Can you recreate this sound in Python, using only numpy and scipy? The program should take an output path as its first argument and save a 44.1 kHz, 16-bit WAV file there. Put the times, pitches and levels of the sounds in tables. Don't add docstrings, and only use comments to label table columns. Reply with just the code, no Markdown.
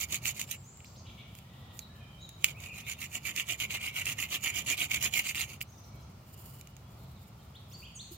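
import sys
import numpy as np
from scipy import signal
from scipy.fft import rfft, irfft, next_fast_len
from scipy.io import wavfile
from scipy.ndimage import uniform_filter1d, map_coordinates

SR = 44100
rng = np.random.default_rng(int(sys.argv[2]) if len(sys.argv) > 2 else 0)


def master_out(mix):
    frames = np.transpose(np.atleast_2d(mix))
    ceiling = np.clip(frames, -1, 1)
    pcm = np.round(ceiling * 32767).astype(np.int16)
    wavfile.write(sys.argv[1], SR, pcm)


N = 360287
TIME = np.arange(N) / SR

# pitch_hz, width_hz, left_level_db, right_level_db
SHAFT_MODES = [(276, 142, -14, -15), (692, 310, -17, -25.5), (1228, 410, -18, -14.5),
               (1950, 270, -18, -7.5), (2140, 290, -9.5, -4), (2356, 274, -3, 3), (2726, 390, -3, -6),
               (2886, 376, -5.5, -0.5), (3220, 480, -17.5, -8.5)]
# pitch_hz, width_hz, left_level_db, right_level_db
POINT_MODES = [(3830, 900, -10.5, -10.5), (4550, 610, -10.5, -9), (5280, 940, -12.5, -12),
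               (6340, 680, -10, -3.5), (7000, 510, -8.5, 2.5), (8100, 1050, -16.5, -10),
               (9050, 710, -15, -9), (10080, 1360, -16.5, -10.5), (11860, 1170, -14.5, -8.5),
               (12900, 800, -32, -15), (13800, 940, -22, -5), (14800, 1700, -12.5, -20)]


def amp(db):
    return 10 ** (np.asarray(db) / 20)


def unit(x):
    return x / np.sqrt(np.mean(x ** 2) + 1e-20)


def along(points, hz):
    point_hz, values = np.transpose(points)
    return np.interp(np.log(hz + 1), np.log(point_hz + 1), values)


def wobble(rate):
    knots = rng.standard_normal(int(N * rate / SR) + 4)
    return map_coordinates(knots, [TIME * rate])


def filtered(x, response):
    size = next_fast_len(N + SR // 2)
    hz = np.fft.rfftfreq(size, 1 / SR)
    return irfft(rfft(x, size) * response(hz), size)[..., :N]


def resonate(x, modes):
    size = 8192
    hz = np.fft.rfftfreq(size, 1 / SR)
    power = 0
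    for centre, width, left, right in modes:
        damping = (hz * width) ** 2
        peak = (damping / ((centre ** 2 - hz ** 2) ** 2 + damping)) ** 1.61
        power = power + amp([[left], [right]]) ** 2 * peak
    cepstrum = irfft(np.log(power + 1e-6) / 2)
    cepstrum[:, 1:size // 2] *= 2
    cepstrum[:, size // 2 + 1:] = 0
    ring = irfft(np.exp(rfft(cepstrum)))
    ring /= np.linalg.norm(ring)
    return signal.fftconvolve(np.atleast_2d(x), ring, axes=1)[:, :N]


def echoes(x, t60, wet_db):
    t = TIME[:SR]
    tails = rng.standard_normal((3, 2, SR)) * amp(-60 * t / t60)
    tails /= np.linalg.norm(tails, axis=2, keepdims=True)
    blend = np.array([wobble(9) for tail in tails])
    blend /= np.linalg.norm(blend, axis=0)
    wet = 0
    for share, tail in zip(blend, tails):
        wet = wet + signal.fftconvolve(np.atleast_2d(x * share), tail, axes=1)[:, :N]
    return x + amp(wet_db) * wet


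def grit(rate, spread_db):
    cracks = rng.random(N) < rate / SR
    size = amp(spread_db * np.minimum(rng.standard_normal(N), 2))
    return unit(cracks * size * rng.choice([-1, 1], N))


def lasting(start, length):
    on = slice(*np.searchsorted(TIME, [start, start + length]))
    return on, np.clip((TIME[on] - start) / length, 0, 1)


def swing(start, length, late=1):
    on, share = lasting(start, length)
    return on, np.abs(np.sin(np.pi * share ** late))


def grinding():
    # start_s, length_s, level_db (relative)
    strokes = [(-0.046, 0.11, -37), (0.06, 0.14, -39.5), (0.2, 0.13, -38), (0.305, 0.16, -45),
               (0.446, 0.13, -46.0), (2.375, 0.17, -48), (2.544, 0.17, -52), (2.69, 0.15, -50),
               (2.827, 0.13, -44), (2.953, 0.13, -43.5), (3.081, 0.12, -42), (3.202, 0.13, -41),
               (3.319, 0.12, -39), (3.433, 0.13, -40.5), (3.552, 0.12, -41.5), (3.669, 0.12, -41.5),
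               (3.77, 0.149, -42.5), (3.909, 0.13, -38), (4.017, 0.13, -37), (4.135, 0.14, -41.5),
               (4.262, 0.13, -38.0), (4.386, 0.14, -38.5), (4.504, 0.13, -38.5), (4.63, 0.13, -34.5),
               (4.738, 0.14, -36.5), (4.867, 0.13, -36.5), (4.978, 0.12, -33.5), (5.098, 0.13, -32.5),
               (5.198, 0.14, -37), (5.315, 0.15, -37), (5.414, 0.17, -51.5)]
    # start_s, level_db (relative)
    bites = [(.123, -43), (0.143, -39), (.263, -33), (.394, -40), (.511, -35.5), (3.249, -49),
             (3.707, -40.5), (4.184, -44), (4.199, -38.5), (4.438, -36), (4.66, -49), (4.771, -43),
             (4.91, -33), (5.025, -43), (5.137, -35.5), (5.248, -42), (5.354, -36), (5.607, -45)]
    # time_s, level_db (above the grit)
    shaft_ring = [(0, 1), (.55, 0), (2.45, 4), (3.1, 2.5), (3.8, 8), (4.1, 4), (4.5, 7), (4.95, 4),
                  (5.5, 1.5)]
    spin_late, scrape_power = 1.406, 2.03
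    turn_db = -28.5
    bite_t60_s = 0.042

    rub = np.zeros(N)
    for start, length, db in strokes:
        on, spin = swing(start, length, spin_late)
        rub[on] += amp(db) * (amp(turn_db) + spin ** scrape_power)
    t = TIME[:SR // 10]
    for start, db in bites:
        rub[round(start * SR):][:len(t)] += amp(db - 60 * t / bite_t60_s)
    rub *= unit(amp(1.5 * wobble(150) + 1.7 * wobble(700)))

    coarse = grit(rate=1300, spread_db=3.5)
    powder = np.array([grit(rate=8200, spread_db=0), grit(rate=9000, spread_db=11.5)])
    ring = amp(np.interp(TIME, *np.transpose(shaft_ring)))
    shaft = resonate(rub * ring * coarse, SHAFT_MODES)
    point = resonate(rub * (0.5 * coarse + 0.8 * powder), POINT_MODES)
    shaft = amp(0.5) * echoes(shaft, t60=0.078, wet_db=-3)
    point = amp(3) * echoes(point, t60=0.02, wet_db=-2)
    return shaft + point


def shifting(x, depth_db):
    spectrum = signal.stft(x, nperseg=256)[2]
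    field = rng.standard_normal(spectrum.shape[1:])
    field = uniform_filter1d(field, size=4, axis=0)
    field = uniform_filter1d(field, size=6, axis=1)
    return signal.istft(spectrum * amp(depth_db * unit(field)), nperseg=256)[1][:, :N]


def from_right(pair, lag_ms):
    lags_s = np.array([[lag_ms], [0]]) / 1000
    return filtered(pair, lambda hz: np.exp(-2j * np.pi * hz * lags_s))


def rush(spectrum):
    # pitch_hz, likeness (1 = same, 0 = unrelated, below 0 = opposed)
    likeness = [(60, 0.98), (150, 1), (380, 0.87), (950, 0.12), (2380, 0.28), (5980, -0.2), (15000, -0.31)]

    def mid_and_side(hz):
        turn = np.arccos(np.clip(along(likeness, hz), -1, 1)) / 2
        return amp(along(spectrum, hz)) * np.array([np.cos(turn), np.sin(turn)])

    mid, side = filtered(rng.standard_normal((2, N)), mid_and_side)
    return unit(np.array([mid + side, mid - side]))


def yard():
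    # (per Hz, relative)
    rumble = [(15, -74), (25, -25), (37, -34), (57, -5.5), (81, -3), (130, -1.5), (173, -9), (205, -9.5),
              (292, -22.5), (323, -20), (445, -23.5), (702, -21.5), (1400, -25.5), (1820, -63),
              (3080, -120)]
    # (per Hz, relative)
    air = [(1000, -13), (1400, -3), (1650, -2), (2300, 0), (3500, -4), (5000, -4), (7000, -8.5),
           (10000, -13.5), (14000, -15.5), (16000, -9.5)]
    return amp(-51 + 1.32 * wobble(5.4)) * rush(rumble) + amp(-64.5) * rush(air)


def hands():
    # start_s, length_s, level_db (relative)
    slides = [(1.335, 0.1, -62), (1.687, 0.19, -62), (5.603, 0.033, -40.5), (6.225, 0.27, -64.5),
              (6.352, 0.3, -56), (6.825, .5, -71), (7.252, 0.049, -62), (7.689, 0.057, -58),
              (7.73, 0.16, -67), (8.1, .07, -50)]
    # pitch_hz, width_hz, left_level_db, right_level_db
    loose_modes = [(2910, 230, -9, 1), (4800, 1400, -8.5, -4), (7100, 400, -5, 5), (8150, 260, 0.5, -5),
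                   (9220, 1900, -7, -2), (11940, 1200, -3, -1), (13600, 1700, -1.5, 3.5),
                   (15100, 1300, 0, -4)]
    grip_db = -72.5
    slide_power = 1.5

    rub = np.full(N, amp(grip_db))
    for start, length, db in slides:
        on, speed = swing(start, length)
        rub[on] += amp(db) * speed ** slide_power
    grains = np.array([grit(rate=4400, spread_db=0) + 0.52 * grit(rate=87, spread_db=1.5)
                       for side in range(2)])
    return rub * amp(3.26 * wobble(50)) * unit(resonate(grains, loose_modes))


def knocks():
    # start_s, crunch_level_db, push_level_db (both relative)
    hits = [(.2555, -7, -7.5), (0.4139, -4, -15), (.7721, -33, -49), (.8042, -38, -33), (.845, -29, -31),
            (1.351, -26, -36), (1.387, -26, -36), (1.7911, -12.5, -28), (2.291, -18.5, -37.5),
            (2.443, 6, 3), (2.603, -25, -40), (3.362, -7, -18), (3.398, -13, -11.5), (3.601, -9, -12),
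            (3.7061, -29, -13), (4.0553, -7.5, -21), (4.226, -16, -11), (4.9444, -5, -8.5),
            (5.347, -14, -14), (5.613, -15, -12.5), (6.6112, -23, -35), (6.6723, -27, -37),
            (6.766, -27.5, -40)]
    contact, rebound = SR // 2000, SR // 5000

    push, crunch = np.zeros(N + SR), np.zeros((2, N + SR))
    t = np.arange(SR // 50) / SR
    envelope = amp(-60 * t / 0.0081) * (1 - np.exp(-t / 0.0016))
    for start, crunch_db, push_db in hits:
        at = round(start * SR)
        chips = rng.standard_normal((2, len(t))) * envelope
        crunch[:, at:at + len(t)] += amp(crunch_db) * chips / np.linalg.norm(chips[0])
        push[[at + contact, at + contact + rebound]] += amp(push_db) * np.array([1, -1])
    body = resonate(push[:N], SHAFT_MODES) + resonate(crunch[:, :N], POINT_MODES)
    return echoes(body, t60=0.095, wet_db=-10.5)


def far_calls():
    calls_per_s, length_s, level_db = 3.8, 0.119, -72.5
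    middle_hz, spread_octaves = 3290, 0.5
    calls = []
    for when, high in rng.random((round(calls_per_s * N / SR), 2)):
        pitch_hz = middle_hz * 2 ** (spread_octaves * (2 * high - 1))
        calls.append((when * N / SR, length_s, pitch_hz, level_db))
    return calls


def bird_calls():
    # start_s, length_s, last_pitch_hz, sweep_octaves (+ = upward), level_db
    chirps = [(.631, 0.09, 7470, 0.33, -57), (1.795, 0.054, 3730, -0.26, -55),
              (1.982, .11, 2300, -0.16, -59), (2.544, .05, 2674, .3, -50),
              (2.694, 0.051, 2400, -0.27, -46.5), (2.828, .072, 3750, 0.13, -60),
              (5.665, .045, 6600, 0.19, -59), (5.718, 0.021, 6520, 0.39, -56),
              (5.775, .016, 6450, .45, -56.5), (7.15, 0.04, 3460, -0.39, -62),
              (7.401, .03, 3500, -0.41, -65), (7.544, .034, 4420, 0.75, -51.5),
              (7.71, 0.023, 3900, 0.87, -57), (7.712, 0.034, 7600, 0.73, -54.5),
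              (7.731, .034, 4610, 0.056, -51), (7.82, 0.046, 3465, .6, -49), (7.853, .038, 3130, .45, -50),
              (7.947, .042, 6020, -.26, -47), (7.945, 0.045, 7200, -0.41, -53),
              (7.989, .032, 4520, .55, -43.5)]
    # start_s, length_s, pitch_hz, level_db
    peeps = [(0.844, .046, 6380, -54.5), (.952, .051, 6450, -54)]
    # start_s, length_s, pitch_hz, level_db
    whistles = [(.44, .14, 7470, -54), (.71, 0.11, 7600, -55.5), (1.06, .08, 2370, -61),
                (1.17, 0.076, 2310, -57.5), (1.357, 0.44, 1970, -67), (1.88, 0.12, 1780, -62),
                (1.923, 0.29, 3166, -60), (2.18, .11, 3913, -52.5), (2.204, 0.044, 6870, -57.5),
                (2.62, 0.082, 2504, -48), (2.828, 0.074, 3720, -57), (3.774, 0.044, 2396, -45),
                (5.86, 0.13, 2290, -68.5), (6.15, 0.67, 2955, -70.5)]
    # start_s, length_s, pitch_hz, level_db
    rasps = [(1.046, 0.078, 3420, -54.5), (1.17, .07, 3345, -54), (1.289, .12, 3150, -61.5),
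             (1.45, 0.29, 3550, -60.5), (5.838, .015, 6000, -53.5), (6.013, .03, 6000, -57),
             (6.901, 0.24, 3900, -67.5)]
    chirp_bend = 1.5
    chirp_hoarse = 0.021
    low_voice, low_voice_db = 0.76, -2
    peep_shape = (0.42, 1, 0.82, 0.019)
    whistle_shape = (0.94, 0.99, 0.95, 0.0284)
    rasp_shape = (0.9, 0.98, 0.91, 0.135)

    share = np.linspace(0, 1, 33)
    calls = []
    for start, length, last_hz, sweep, db in chirps:
        pitches = last_hz / 2 ** (sweep * (1 - share) ** chirp_bend)
        calls.append((start, length, pitches, db, chirp_hoarse))
    low_voices = [(start, length, hz * low_voice, db + low_voice_db) for start, length, hz, db in peeps]
    families = [(peep_shape, peeps + low_voices), (whistle_shape, whistles + far_calls()), (rasp_shape, rasps)]
    for (*glide, hoarse), rows in families:
        arch = np.polyval(np.polyfit([0, 0.5, 1], glide, 2), share)
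        calls += [(start, length, hz * arch, db, hoarse) for start, length, hz, db in rows]
    return calls


def birds():
    call_late = 1.24
    direct, sung = np.zeros((2, N))
    rasp = wobble(900)
    flutter = amp(2.95 * wobble(70))
    for start, length, pitches, db, hoarse in bird_calls():
        on, share = lasting(start, length)
        pitch = np.interp(share, np.linspace(0, 1, len(pitches)), pitches)
        pitch = pitch * (1 + hoarse * rasp[on])
        swell = np.sqrt(np.abs(np.sin(np.pi * share ** call_late)))
        tone = np.sin(2 * np.pi * np.cumsum(pitch) / SR)
        note = amp(db) * flutter[on] * swell * tone
        direct[on] += np.interp(db, [-62, -48], [0.6, 0.95]) * note
        sung[on] += note
    echo = echoes(sung, t60=0.91, wet_db=1.0) - sung
    return direct + echo


def bump():
    start_s, pitch_hz, level_db = 8.112, 344, -36.5
    t = np.maximum(TIME - start_s, 0)
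    envelope = amp(level_db - 60 * t / 0.068) * (1 - np.exp(-t / 0.0057))
    return envelope * np.sin(2 * np.pi * pitch_hz * t)


def scene():
    drill = shifting(grinding(), depth_db=2.5) + knocks()
    drill = from_right(drill, lag_ms=0.068)
    return drill + yard() + hands() + birds() + bump()


def record(dry):
    top_hz = 15850
    return filtered(dry, lambda hz: hz < top_hz)


dry = scene()
out = record(dry)
master_out(out)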